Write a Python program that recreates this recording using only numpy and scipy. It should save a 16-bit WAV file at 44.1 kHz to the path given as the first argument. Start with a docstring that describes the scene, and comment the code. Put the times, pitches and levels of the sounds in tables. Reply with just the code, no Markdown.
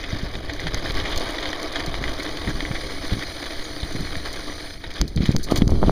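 """Tyres crunch and drum on gravel as a mountain bike rolls fast downhill, then drops over timber steps.
We hear it from a camera on the rider's chest. Random tiny impacts, shaped by spectra, make the ground noise.
Larger stones crack, the freewheel buzzes, the chain rattles and a brake disc sings: clicks and noise that ring.
Wind is shaped noise and lumps, and jolts are short pushes of air that thump the camera.
Its case snaps in its mount with a very short ring, and cuts narrow hollows in the treble."""
import sys
import numpy as np
from scipy import signal
from scipy.fft import rfft, irfft
from scipy.io import wavfile
from scipy.ndimage import uniform_filter1d, map_coordinates

SR = 44100
rng = np.random.default_rng(int(sys.argv[2]) if len(sys.argv) > 2 else 0)


def dump(signal):
    """Clip the signal to [-1, 1] and save it as 16-bit WAV at the path in sys.argv[1]."""
    limited = np.clip(np.atleast_2d(signal).T, -1, 1)
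    pcm = np.round(limited * 32767).astype(np.int16)
    wavfile.write(sys.argv[1], SR, pcm)


N = 260631
TIME = np.arange(N) / SR  # seconds
LEAD_S = 0.02  # a burst starts this long before its main contact

# All levels in the tables are relative: each source also has a gain of its own.
# how strongly the tyres roll on the ground: [time_s, drumming_db, crunch_db]
ROLLING = [(0.0, -40.5, -35), (0.42, -38, -38), (0.7, -39, -36), (1.1, -33, -32.5), (1.5, -35.5, -33),
           (1.95, -35.5, -34.5), (2.5, -37, -34.5), (2.7, -37.5, -36.5), (3.1, -38.5, -34.5),
           (3.85, -40, -36.5), (4.6, -40.5, -37.5), (4.8, -50.5, -44.5), (5.13, -48, -49.5),
           (5.91, -57, -58)]
# jolts and gusts, low ones soft heaves, high ones short pops: [time_s, level_db, pitch_hz, stirred_air_db]
JOLTS = [(0.134, -15.5, 110, -36), (0.235, -16, 128, -38), (0.355, -22, 155, -36), (0.652, -28, 178, -32),
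         (0.745, -20, 75, -36.5), (0.902, -21, 118, -49), (1.882, -19, 109, -37.5), (2.017, -23, 140, -45),
         (2.478, -15.5, 160, -31), (2.549, -24, 63, -32), (2.712, -15.5, 125, -40),
         (3.125, -12.5, 77, -28.5), (3.171, -19, 170, -36), (3.835, -16.5, 67, -44),
         (3.952, -18.5, 228, -34), (4.006, -27, 140, -33.5), (4.172, -22.5, 126, -47),
         (5.016, -10, 45.3, -25), (5.168, -15, 88.5, -26.5), (5.182, -10.5, 90, -32),
         (5.207, -10.5, 170, -29), (5.235, -14.5, 190, -29), (5.293, -2.5, 163, -30),
         (5.307, -14, 249, -45), (5.351, -13.5, 340, -22.5), (5.522, -2, 390, -25.5),
         (5.585, -13, 150, -31), (5.622, -1, 185, -23), (5.673, -9.5, 126, -36), (5.694, -17, 600, -35),
         (5.721, -9.5, 317, -33), (5.733, -12, 211, -25), (5.83, -5, 680, -23), (5.838, -6.5, 497, -32),
         (5.884, -4.5, 211, -22.5), (5.896, -3.5, 665, -36)]
# resonances of the tyre: [pitch_hz, width_hz, height_db above the spectrum]
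TYRE_RESONANCES = [(292, 35, 9), (515, 26, 0), (666, 34, 3.5)]
# metal resonances of the hub, used for the chain too: [pitch_hz, width_hz, height_db above the spectrum]
METAL_RESONANCES = [(3830, 300, 6.6), (4140, 440, 8.5), (6010, 90, 8.3), (9580, 130, 4.8), (13950, 110, 5)]
# colour of the chain's sound: [frequency_hz, level_db]
CHAIN_SPECTRUM = [(1000, -93), (3000, -19), (4500, 12), (6500, 9), (9000, 4.5), (12000, -9), (16000, -2)]


def amp(db):
    """Turns decibels into a gain."""
    return 10 ** (np.asarray(db) / 20)


def evened(x):
    """Scales a sound to an rms of one."""
    return x / np.sqrt(np.mean(x ** 2) + 1e-20)


def follow(rows, axis):
    """The gain that one dB column of a curve gives at every sample."""
    rows = np.array(rows)
    return amp(np.interp(TIME, rows[:, 0], rows[:, axis]))


def add(mix, start_s, sound):
    """Mixes a sound in at a time."""
    part = mix[max(round(start_s * SR), 0):][:len(sound)]
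    part += sound[:len(part)]


def band(x, edges_hz):
    """Keeps the part of a sound between two frequencies."""
    return signal.sosfilt(signal.butter(3, edges_hz, "band", fs=SR, output="sos"), x)


def drift(rate_hz):
    """A random wavering of rms one, whose changes weaken above a rate."""
    hz = np.fft.rfftfreq(N, 1 / SR)
    spectrum = rfft(rng.standard_normal(N)) / (1 + (hz / rate_hz) ** 2)
    return evened(irfft(spectrum, N))


def swell(peak_s, rise_s, fall_s):
    """A rounded envelope that reaches one at a time."""
    t = TIME - peak_s
    return np.exp(-np.minimum((t / np.where(t < 0, rise_s, fall_s)) ** 2, 50))


def body(spectrum, modes=(), size=8192):
    """What an object sounds like when struck once: a smooth spectrum with resonances standing on it."""
    hz = np.fft.rfftfreq(size, 1 / SR)
    spectrum_hz, level_db = np.transpose(spectrum)
    gain = amp(np.interp(np.log(hz + 1), np.log(spectrum_hz), level_db))
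    peaks = sum(amp(height) ** 2 / (1 + (2 * (hz - pitch) / width) ** 2) for pitch, width, height in modes)
    gain = gain * np.sqrt(1 + peaks)
    # folding the cepstrum (the spectrum of the log gain) makes the response start at once
    cepstrum = irfft(np.log(gain))
    cepstrum[1:size // 2] *= 2
    cepstrum[size // 2 + 1:] = 0
    return irfft(np.exp(rfft(cepstrum)))[:size // 2]


def sound_of(drive, response, edges_hz):
    """Drives a body, and scales the result to an rms of one within a band."""
    x = signal.oaconvolve(drive, response)[:N]
    return x / np.std(band(x, edges_hz))


def grains(per_s, spread_db, size=N):
    """Tiny impacts at random times, with random signs and strengths."""
    strength = amp(spread_db * np.minimum(rng.exponential(1, size), 4))
    sign = rng.choice([-1, 1], size)
    happens = rng.random(size) < per_s / SR
    return strength * sign * happens


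def burst(response, edges_hz, length_s, per_s, build, contact, size=4096):
    """Impacts on one body build up to a main contact at LEAD_S and die away; scaled by its loudest moment."""
    t = np.arange(size) / SR - LEAD_S
    hits = grains(per_s, spread_db=2.0, size=size)
    hits[round(LEAD_S * SR)] = contact
    fade_s = np.where(t < 0, build, 1) * length_s
    x = signal.fftconvolve(hits * np.exp(-abs(t / fade_s)), response)[:size]
    # the highest short-time rms within the band becomes one
    return x / np.sqrt(uniform_filter1d(band(x, edges_hz) ** 2, size=128).max())


def tyres(flutter_db=2.5, grind_power=2.07, patchy_db=0.72):
    """Knobs drum on the ground and ring the casing, while grit cracks beneath them in clumps."""
    # colours of the drumming, of loose gravel shifting under load, and of the crunch: [frequency_hz, level_db]
    tread_spectrum = [(120, -14.5), (230, -8), (300, 1), (420, 0), (690, -1.5), (850, -8.5), (1100, -13),
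                      (1600, -21), (3000, -43), (8000, -43)]
    grind_spectrum = [(300, -33.5), (700, -10), (850, -0.5), (1000, -3.5), (1130, 5), (1330, -4.5),
                      (1550, -24), (3000, -1.5), (6000, -31), (9500, -20), (15000, -54)]
    gravel_spectrum = [(300, -29), (900, -4.5), (1400, -2), (1800, 3), (2350, 3.5), (3300, 2), (4300, -1.5),
                       (5200, -2.5), (6500, -12), (8000, -24.5), (10000, -17), (11800, -39), (14000, -18.5),
                       (16000, -41)]

    ground = drift(rate_hz=59)  # the uneven load on the tread
    force = load(axis=1)
    knobs = evened(grains(per_s=1500, spread_db=2.0)) * amp(2 * ground)
    drum = force * sound_of(knobs, body(tread_spectrum, TYRE_RESONANCES), (400, 1400))

    slips = grains(per_s=2200, spread_db=2.2) * amp(1.6 * ground)
    shifting = sound_of(slips, body(grind_spectrum), (400, 1400))
    # the grinding grows steeply with the load, up to a limit
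    grind = shifting * np.minimum(force / amp(-32), 1.1) ** grind_power

    flutter = flutter_db * drift(rate_hz=150)
    dust = evened(grains(per_s=5000, spread_db=3.0) * amp(2 * ground + flutter))
    grit = dust + amp(-1) * pebbles(ground)
    crunch = sound_of(grit, body(gravel_spectrum), (1600, 5200)) * load(axis=2)

    patches = amp(patchy_db * drift(rate_hz=51))  # looser and firmer patches of ground
    return patches * (amp(-2.0) * drum + amp(-36) * grind + amp(0.7) * crunch)


def load(axis, turns_per_s=3.2, heavy_s=0.026, sway_db=0.21, rise_share=0.45):
    """Strength of drumming or crunch: rolling swells once in every wheel turn, and each bite adds to it."""
    # a tyre bites into the ground in a dip or on a step: [time_s, drumming_db, crunch_db, length_s]
    bite_rows = [(0.78, -40, -31.5, .02), (0.867, -55, -36, 0.071), (0.972, -54, -29.5, 0.047),
                 (1.266, -33.5, -30, 0.038), (4.266, -33.5, -30.5, 0.038), (4.36, -36, -32.5, 0.02),
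                 (4.486, -36, -39, 0.049), (4.844, -41, -36.5, 0.04), (4.908, -42, -31.5, 0.012),
                 (4.965, -41, -34, 0.057), (5.225, -40.5, -32.5, 0.044), (5.275, -58, -33, 0.072),
                 (5.42, -57, -43, 0.12), (5.482, -33.5, -40, 0.028), (5.511, -29.5, -41, 0.025),
                 (5.557, -33, -35, 0.046), (5.613, -33.5, -38, 0.013), (5.711, -37.5, -45, 0.054),
                 (5.756, -39, -42.5, 0.041), (5.819, -32.5, -51, .015), (5.853, -34.5, -38.5, 0.063)]

    sway = amp(sway_db * np.cos(2 * np.pi * turns_per_s * (TIME - heavy_s)))
    # a bite swells in a share of its length, and fades over the whole length
    bites = sum((amp(row[axis]) * swell(row[0], rise_share * row[-1], row[-1])) ** 2 for row in bite_rows)
    return np.sqrt((sway * follow(ROLLING, axis)) ** 2 + bites)


def pebbles(ground, clump_db=2.5, sharpness=16, count=36):
    """Each size of pebble clacks at its own pitch, in its own flurries."""
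    out = np.zeros(N)
    flurry_s = np.arange(0, N / SR + 0.1, 0.02)
    for hz in np.geomspace(1100, 12000, count) * rng.uniform(0.97, 1.03, count):
        flurry = np.interp(TIME, flurry_s, rng.standard_normal(len(flurry_s)))
        hits = evened(grains(per_s=70, spread_db=2.5) * amp(clump_db * flurry + 2.07 * ground))
        out += signal.lfilter(*signal.iirpeak(hz, sharpness, SR), hits)
    return evened(out)


def stones():
    """Larger stones are crushed or spat out by a tyre: short bursts of impacts, each with its own pitch."""
    # single stones: [time_s, level_db, length_s, pitch_hz]
    stone_rows = [(0.04, -26.5, 0.012, 2500), (0.354, -27.5, 0.0039, 3440), (0.497, -26, 0.0085, 2040),
                  (0.596, -27, 0.0096, 2100), (0.67, -23.5, 0.0097, 1880), (1.001, -25, 0.014, 3140),
                  (1.056, -24.5, 0.03, 2240), (1.125, -25.5, 0.029, 3280), (1.384, -27, 0.0044, 2060),
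                  (1.429, -27, 0.022, 1060), (1.457, -25, .007, 3070), (1.531, -22.5, 0.0054, 1900),
                  (1.7593, -23, 0.0096, 1340), (1.8047, -28, .007, 1310), (1.9424, -26, 0.0031, 1100),
                  (2.04, -21.5, 0.0062, 2210), (2.079, -27.5, 0.0067, 1920), (2.204, -28, 0.0052, 2000),
                  (2.372, -27.5, .005, 3480), (2.475, -26.5, 0.005, 1800), (2.606, -23, 0.0045, 1900),
                  (2.652, -25, 0.0046, 1850), (2.715, -28.5, .003, 1790), (2.755, -27.5, 0.018, 1880),
                  (3.226, -29, .007, 1730), (3.832, -29.5, 0.0081, 3650), (4.155, -28.5, 0.0021, 1870),
                  (4.84, -34.5, 0.0063, 880), (5.175, -30, 0.011, 4260), (5.257, -23.5, 0.0032, 2880),
                  (5.487, -32.5, .004, 1690), (5.561, -25, 0.0096, 4600), (5.62, -22, 0.0037, 3200)]
    # colour of a stone: [frequency_hz, level_db]
    stone_spectrum = [(200, -9.5), (600, 2), (1400, -3.5), (1900, 6), (3400, 5.5), (5000, -5.5),
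                      (7000, -14), (11000, -28), (16000, -75)]

    out, edges_hz = np.zeros(N), (1500, 5200)
    for s, db, length_s, hz in stone_rows:
        own_pitch = (hz, 0.32 * hz, 6)
        response = body(stone_spectrum, TYRE_RESONANCES + [own_pitch])
        crack = burst(response, edges_hz, length_s, per_s=2500, build=0.28, contact=3.2)
        add(out, s - LEAD_S, amp(db + 3.5) * crack)
    return out


def freewheel(clicks_hz=310, wobble=0.14, hiss=0.93):
    """Pawls tick over the ratchet so fast that the hub gives a ringing sizzle."""
    # strength of the buzz while coasting: [time_s, level_db]
    coasting = [(1.9, -86), (2.05, -62.5), (2.8, -55), (4.72, -56), (4.87, -70), (5.91, -59)]
    # colour of the pawls' clicks: [frequency_hz, level_db]
    pawl_spectrum = [(800, -43), (2000, -23), (3000, -29.5), (4200, 3.5), (5500, 4), (7000, -6.5),
                     (8500, -3.5), (9700, -1), (11500, -23), (13300, -13), (16000, -19)]

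    teeth = np.cumsum(clicks_hz * (1 + wobble * drift(rate_hz=3.8))) / SR  # teeth passed so far
    clicks = np.exp(-(teeth % 1) / 0.4)
    ticks = (hiss * 0.44 + clicks) * rng.standard_normal(N)
    ring = sound_of(ticks, body(pawl_spectrum, METAL_RESONANCES), (8800, 10400))
    return amp(1.5) * ring * follow(coasting, axis=1)


def with_bounce(x, delay_s=0.00132, sway=0.14, share=0.69):
    """Adds the reflection off the rider's moving legs, whose changing path makes the treble swish."""
    delay = delay_s * (1 + sway * drift(rate_hz=2.0))
    return x + share * map_coordinates(x, [(TIME - delay) * SR], order=3)


def chain():
    """The chain and cables slap the frame: quick bursts of impacts that ring like metal."""
    # single rattles: [time_s, level_db, length_s]
    rattle_rows = [(0.535, -31, .005), (0.602, -30.5, 0.004), (0.92, -30, 0.0034), (0.943, -35, .004),
                   (1.63, -26.5, 0.0029), (1.862, -26, 0.0029), (2.232, -29, 0.0054), (3.925, -33, .0065),
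                   (4.006, -33, .005), (4.167, -32, 0.0041), (4.329, -27.5, .007), (4.939, -34.5, 0.0036),
                   (5.079, -30.5, 0.0075), (5.162, -29.5, 0.0029), (5.26, -28, 0.0053), (5.316, -28, 0.004),
                   (5.384, -36, 0.012), (5.431, -27.5, 0.0078), (5.439, -27, 0.0096), (5.511, -26, 0.013),
                   (5.559, -20.5, 0.0083), (5.574, -19.5, 0.0086), (5.704, -32, 0.0066)]

    out, edges_hz = np.zeros(N), (5700, 15000)
    response = body(CHAIN_SPECTRUM, METAL_RESONANCES)
    for s, db, length_s in rattle_rows:
        rattle = burst(response, edges_hz, length_s, per_s=2200, build=0.04, contact=1.8)
        add(out, s - LEAD_S, amp(db - 5.5) * rattle)
    return out


def jingling(per_s=20, level_db=-46.5, power=2.3, length_s=0.004, size=1024):
    """The slack chain jingles lightly by itself, much more where the tyres drum harder."""
    cluster = rng.standard_normal(size) * np.exp(-np.arange(size) / SR / length_s)
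    envelope = signal.oaconvolve(abs(grains(per_s, spread_db=4.5)), abs(cluster))[:N]
    touches = envelope * rng.standard_normal(N)
    ring = sound_of(touches, body(CHAIN_SPECTRUM, METAL_RESONANCES), (5700, 15000))
    shaking = follow(ROLLING, axis=1)
    return amp(level_db) * ring * (shaking / shaking.max()) ** power


def disc(size=8192):
    """A brake disc touches its pad: the thin steel swells into one note and dies away."""
    # single touches: [start_s, level_db, pitch_hz, decay_s]
    ting_rows = [(3.637, -30, 6635, 0.014)]

    out, t = np.zeros(N), np.arange(size) / SR
    for s, db, hz, decay_s in ting_rows:
        envelope = (1 - np.exp(-t / 0.004)) * np.exp(-t / decay_s)
        add(out, s, amp(db) * envelope * np.sin(2 * np.pi * hz * t))
    return out


def rubbing(pitch_hz=5960, width_hz=50):
    """The brushing pad keeps one narrow resonance of the brake disc singing faintly."""
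    # single brushes: [middle_s, level_db, half_length_s]
    rub_rows = [(2.75, -51, 0.17), (3.14, -57, .07), (3.702, -50, 0.094), (3.912, -46, 0.046),
                (4.55, -46, 0.076)]

    sharpness = pitch_hz / width_hz
    ring = evened(signal.lfilter(*signal.iirpeak(pitch_hz, sharpness, SR), rng.standard_normal(N)))
    return ring * sum(amp(db) * swell(s, half_s, half_s) for s, db, half_s in rub_rows)


def snaps(size=1024, blow=0.22, blow_hz=900):
    """The camera case snaps against its mount, hard plastic on plastic: a sharp blow with a very short ring."""
    # single snaps: [time_s, level_db]
    snap_rows = [(0.7444, -12.5), (5.0137, -7), (5.3639, -10), (5.6779, -17.5)]
    # what the case rings with: [pitch_hz, level_db, t60_s (time to fall by 60 dB)]
    case_ring = [(1620, -29, 0.0095), (3300, 18, 0.0082), (4990, 36, 0.0039), (6100, 34.5, 0.0046),
                 (6800, -62, .004), (10300, -20, 0.0046), (13700, 19, 0.00071)]

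    out, t = np.zeros(N), np.arange(size) / SR
    ring = -sum(amp(db - 60 * t / t60) * np.sin(2 * np.pi * hz * t) for hz, db, t60 in case_ring)
    u = 2 * np.pi * blow_hz * t
    snap = ring / abs(ring).max() - blow * (1 - u) * np.exp(-u)
    for s, db in snap_rows:
        add(out, s + 0.0006, amp(db + 6.5) * snap)
    return out


def thumps(stretch=1.52, judder=0.028, mount_hz=190, mount_decay_s=0.0095):
    """Each jolt pushes the air at the microphone, which swings back more slowly while the mount judders."""
    out = np.zeros(N)
    t = np.arange(-SR // 20, SR // 20) / SR
    slow = np.where(t > 0, stretch, 1)
    after = np.maximum(t, 0)
    ring = judder * np.exp(-after / mount_decay_s) * np.sin(2 * np.pi * mount_hz * after)
    for s, db, hz, _ in JOLTS:
        u = 2 * np.pi * hz * t / slow
        push = -u * np.exp((1 - u ** 2) / 2) / slow
        add(out, s + t[0], amp(db) * (push - ring))
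    return out


def wind(gusty_db=1.5, eddy_db=-13, tear_db=-33.5, tear_at_db=-19, tear_power=2.34):
    """A deep rumble and lumpy eddies break on the case, stirred by every thump; strong wind tears at it."""
    # strength of the steady wind: [time_s, level_db]
    wind_curve = [(0.0, -38), (0.5, -33.5), (1.05, -30), (1.6, -41), (2.0, -29.5), (2.3, -36.5), (2.8, -33),
                  (3.5, -39.5), (4.05, -35), (4.8, -41), (5.1, -35), (5.43, -32), (5.55, -26), (5.91, -21)]
    # colours of the rumble, of the eddies and of the tearing: [frequency_hz, level_db]
    rumble_spectrum = [(8, 8), (22, 3), (60, -2.5), (100, -8.5), (180, -22.5), (400, -18), (1500, -104)]
    eddy_spectrum = [(40, -34.5), (110, 10.5), (200, 6.5), (300, 0), (500, -10), (1000, -64), (3000, -57)]
    tear_spectrum = [(100, -4), (300, 5.5), (550, 10), (900, 1.5), (1400, -4), (2200, -44), (5000, -46)]

    gusty_air = rng.standard_normal(N) * amp(gusty_db * drift(rate_hz=11))
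    rumble = sound_of(gusty_air, body(rumble_spectrum), (20, 90))
    eddies = sound_of(grains(per_s=600, spread_db=2.2), body(eddy_spectrum), (110, 250))
    tearing = sound_of(grains(per_s=700, spread_db=-1.0), body(tear_spectrum), (400, 1400))

    steady = follow(wind_curve, axis=1)
    # the air stirred around each thump
    stirred = np.sqrt(sum((amp(db) * swell(s, rise_s=0.013, fall_s=0.04)) ** 2 for s, _, _, db in JOLTS))
    deep = rumble * np.hypot(steady, stirred)
    lumpy = eddies * np.hypot(amp(eddy_db) * steady, stirred)
    # tearing has the level tear_db where the wind is at tear_at_db, and grows steeply with the wind
    torn = amp(tear_db) * tearing * (steady / amp(tear_at_db)) ** tear_power
    return deep + lumpy + torn


def scene():
    """Adds up all the sources, close and dry, out in the open."""
    sizzle = band(with_bounce(freewheel()), (2200, 18000))
    bike = tyres() + stones() + sizzle + chain() + jingling() + disc() + rubbing()
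    return (bike + snaps() + thumps() + wind())[None]


def record(dry, edge_hz=15350):
    """The case cuts narrow hollows in the treble, the loudest peaks are rounded off, and the top treble is cut."""
    # bands that the cavity in front of the microphone cancels: [frequency_hz, width_hz]
    hollow_rows = [(2702, 1034), (5502, 680), (7881, 2270), (10917, 500)]

    for hz, width_hz in hollow_rows:
        dry = signal.lfilter(*signal.iirnotch(hz, hz / width_hz, SR), dry)
    rounded = dry / (1 + (dry / 0.95) ** 6) ** (1 / 6)
    lowpass = signal.firwin(401, edge_hz, window=("kaiser", 8), fs=SR)
    return signal.oaconvolve(rounded, lowpass[None], "same")


dry = scene()
out = record(dry)
dump(out)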